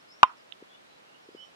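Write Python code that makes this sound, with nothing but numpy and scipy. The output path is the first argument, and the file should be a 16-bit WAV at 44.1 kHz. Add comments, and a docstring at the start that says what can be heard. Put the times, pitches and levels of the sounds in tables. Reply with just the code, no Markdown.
"""A quiet wood in stereo, the microphone close to a wet mud hole; far birds whistle over a soft hush.
At 0.23 s comes one sharp plop: the air in the hollow rings near 1 kHz, bounces off the walls and briefly
overloads the recorder, then leaves and trunks scatter it. A tiny wet tick follows on the right at 0.52 s,
then a soft dull blip at 0.63 s and two more around 1.3 s, just before the loudest of the whistles."""
import sys
import numpy as np
from scipy import signal
from scipy.fft import rfft, irfft
from scipy.io import wavfile

SR = 44100
rng = np.random.default_rng(int(sys.argv[2]) if len(sys.argv) > 2 else 0)


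def log_audio(samples):
    """Write samples as a 16-bit WAV file to the path given in sys.argv[1]."""
    # one column per channel
    frames = np.atleast_2d(samples).T
    # limit to full scale, then quantise
    limited = np.clip(frames, -1, 1)
    pcm = np.round(limited * 32767).astype(np.int16)
    wavfile.write(sys.argv[1], SR, pcm)


N = 68355
PLOP_S = 0.2308

# Pan is left minus right throughout.
# air modes of the mud hollow: f/Hz, relative level/dB, t60/s, pan/dB
HOLLOW_MODES = [(712, -7, .0212, 4), (1001, 1.5, .016, 13.5), (1035, -7, .0527, -3.5),
                (1133.6, 4.5, 0.021, -4.5), (1236, -14.5, .0498, -17.5), (1379, -10, 0.024, -11),
                (1830, 3.5, 0.0014, -4.5), (2602, 2, 0.0087, -4), (2847, -7.5, 0.0065, -19),
                (3650, -24, 0.051, -11)]
# close echoes off the walls and the ground: delay/s, relative level/dB, pan/dB
WALL_ECHOES = [(.00204, -11.5, -7), (.00486, -13.5, 4), (.00934, -26.5, 6)]
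# the plop scattered by leaves and trunks: centre f/Hz, width/Hz, level/dB, t60/s, pan/dB
SCATTER_BANDS = [(1030, 560, -34, .2, -2.5), (2200, 1500, -39, .15, -7.5), (3000, 760, -45.5, 0.135, -8.5)]
# wet tick, well to the right: t/s, f/Hz, half length/s, level/dB, pan/dB
WET_TICKS = [(0.5235, 3240, 0.0005, -34.5, -24)]
# dull blips, near the centre: t/s, f/Hz, half length/s, level/dB, pan/dB
DULL_BLIPS = [(0.6264, 373, 0.0019, -37.5, 3), (1.2907, 368, 0.0023, -40, 0.5),
              (1.3503, 381, .0022, -36.5, 3)]
# far birds: t/s, length/s, start f/Hz, end f/Hz, level/dB, pan/dB, waver/share of pitch
BIRD_WHISTLES = [(-.03, 0.053, 5500, 5180, -65.5, -1, 0.053), (.078, 0.078, 5000, 5540, -56.5, 2, 0.022),
                 (0.144, 0.079, 5350, 5866, -67, 5, 0.028), (0.245, 0.053, 5500, 5220, -66.5, 0, .025),
                 (0.367, 0.047, 5580, 4690, -65.5, -5, 0.023), (0.687, 0.08, 3357, 3440, -60.5, 12, 0.0302),
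                 (.725, 0.041, 2950, 2780, -71.5, -18, 0.0355), (0.842, 0.16, 3920, 4094, -69, 8.5, 0.0148),
                 (1.064, 0.047, 2760, 2810, -68.5, -11, .03), (1.125, 0.053, 2830, 2930, -65.5, -15, 0.03),
                 (1.212, 0.082, 5550, 5050, -72, 0, 0.0323), (1.299, 0.085, 4950, 5000, -68.5, -12, 0.0176),
                 (1.356, .135, 5140, 5690, -66.5, 4, .03), (1.366, 0.093, 2997, 2982, -50, -7.5, 0.0052),
                 (1.405, 0.0514, 3214, 3010, -54.5, -12, 0.0129)]
# spectrum of the hush common to both channels: f/Hz, relative level/dB
HUSH_MID_SPECTRUM = [(18, -54), (30, -24), (167, -4), (346, -2), (552, -2), (1170, -5), (1440, -5.5),
                     (1600, -7), (2840, -9), (3230, -10), (3980, -11), (4310, -12), (11900, -28),
                     (15000, -37)]
# spectrum of the hush that differs between them: f/Hz, relative level/dB
HUSH_SIDE_SPECTRUM = [(18, -62), (30, -25.5), (460, -1), (524, -0.5), (1200, -3.5), (2370, -8), (2840, -9),
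                      (3070, -8.5), (3980, -13), (4650, -16), (13200, -35.5), (15000, -39)]


def plop(rise_s=0.00048, gain_db=-0.5, right_lead_s=0.000167):
    """Close up, a sudden push rings the hollow, neighbouring modes in opposite sense; the walls echo it."""
    age = since(PLOP_S)
    modes = sum((-1) ** k * undb(db) * pan(pan_db) * np.sin(2 * np.pi * hz * age) * fade(age, t60)
                for k, (hz, db, t60, pan_db) in enumerate(HOLLOW_MODES))
    ring = modes * (1 - np.exp(-age / rise_s)) * undb(gain_db)
    echoes = sum(undb(db) * pan(pan_db) * delay(ring, late) for late, db, pan_db in WALL_ECHOES)
    left, right = ring + echoes
    return np.array([left, delay(right, -right_lead_s)])


def tree_scatter(build_s=0.0045, far_late_s=0.065, far_spread_s=0.04):
    """Near leaves and trunks give the plop a short diffuse tail; farther trees return a soft swell."""
    age = since(PLOP_S)
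    near = sum(undb(db) * pan(pan_db) * band(hz, width) * fade(age, t60)
               for hz, width, db, t60, pan_db in SCATTER_BANDS)
    swell = np.exp(-((age - far_late_s) / far_spread_s) ** 2)
    far = undb(-48) * pan(-4) * band(centre_hz=1150, width_hz=640) * swell
    return (1 - np.exp(-age / build_s)) * (near + far)


def wet_tick(body_hz=1730, body_db=-13.5, echo_s=0.001065, echo_db=-7, tail_db=-15.5):
    """A tiny wet click with a weak lower body, one close echo and a faint tail."""
    out = 0
    for start, hz, half_s, db, pan_db in WET_TICKS:
        age = since(start)
        click = blip(start, hz, half_s, db, pan_db)
        body = blip(start, body_hz, half_s, db + body_db, pan_db / 2)
        echo = undb(echo_db) * delay(click, echo_s)
        tail_shape = np.tanh(age / echo_s) * fade(age, t60=0.057)
        tail = undb(db + tail_db) * pan(pan_db / 2) * band(hz, width_hz=580) * tail_shape
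        out = out + click + body + echo + tail
    return out


def blip(peak_s, hz, half_s, db, pan_db):
    """A ring of only a few cycles that swells and dies at once."""
    t = np.arange(N) / SR - peak_s
    return undb(db) * pan(pan_db) * np.cos(2 * np.pi * hz * t) * np.exp(-(t / half_s) ** 2)


def far_birds(waver_hz=170, echo_db=-2, wood_t60_s=0.17):
    """Thin gliding whistles from far off, blurred by echoes from the trees."""
    wobble = noise(lambda hz: np.exp(-(hz / waver_hz) ** 2), channels=1)[0]
    direct = 0
    for start, length, from_hz, to_hz, db, pan_db, waver in BIRD_WHISTLES:
        progress = np.minimum(since(start) / length, 1)
        hz = (from_hz + (to_hz - from_hz) * progress) * (1 + waver * wobble)
        arch = np.abs(np.sin(np.pi * progress)) ** 0.56
        direct = direct + undb(db) * pan(pan_db) * arch * np.sin(2 * np.pi * np.cumsum(hz) / SR)
    trees = rng.standard_normal((2, N)) * fade(since(0), wood_t60_s)
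    trees = trees / np.sqrt(np.sum(trees ** 2) / 2)  # unit energy per channel, on average
    return direct + undb(echo_db) * signal.fftconvolve(direct, trees, axes=1)[:, :N]


def wood_hush(mid_db=-62, side_db=-57):
    """Soft air noise all round the microphone, wide because the side outweighs the mid."""
    def coloured(spectrum):
        at_hz, db = np.array(spectrum).T
        return noise(lambda hz: undb(np.interp(np.log(hz), np.log(at_hz), db)), channels=1)
    mid = undb(mid_db) * coloured(HUSH_MID_SPECTRUM)
    side = undb(side_db) * coloured(HUSH_SIDE_SPECTRUM)
    return np.vstack([mid + side, mid - side]) * pan(-1)


def undb(db):
    """Decibels to gain."""
    return 10 ** (np.asarray(db) / 20)


def pan(db):
    """Left and right gains for a level difference."""
    return undb(np.array([[db], [-db]]) / 2)


def since(start):
    """Seconds since a moment, zero before it."""
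    return np.maximum(np.arange(N) / SR - start, 0)


def fade(age, t60):
    """Exponential decay by 60 dB in t60 seconds."""
    return np.exp(-np.log(1000) * age / t60)


def delay(x, seconds):
    """The same sound later, or earlier for a negative time."""
    hz = np.arange(N + 1) * SR / (2 * N)
    return irfft(rfft(x, 2 * N) * np.exp(-2j * np.pi * hz * seconds))[..., :N]


def noise(gain_at, channels=2):
    """Unit noise, independent in each channel, shaped by a gain over frequency."""
    hz = np.maximum(np.arange(N // 2 + 1) * SR / N, 1)
    x = irfft(rfft(rng.standard_normal((channels, N))) * gain_at(hz), N)
    return x / x.std()


def band(centre_hz, width_hz):
    """Stereo noise in one broad resonance with steep skirts."""
    return noise(lambda hz: 1 / (1 + ((hz - centre_hz ** 2 / hz) / width_hz) ** 4))


def scene():
    """Everything at the microphone, from the close mud hole out to the wood."""
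    blips = sum(blip(*row) for row in DULL_BLIPS)
    return plop() + tree_scatter() + wet_tick() + blips + far_birds() + wood_hush()


def record(dry, hardness=20, top_hz=16000):
    """The overloaded recorder flattens the plop's peaks; its low-pass cuts the top."""
    clipped = dry / (1 + np.abs(dry) ** hardness) ** (1 / hardness)
    low_pass = signal.ellip(8, rp=0.05, rs=60, Wn=top_hz, fs=SR, output="sos")
    return signal.sosfiltfilt(low_pass, clipped)


dry = scene()
out = record(dry)
log_audio(out)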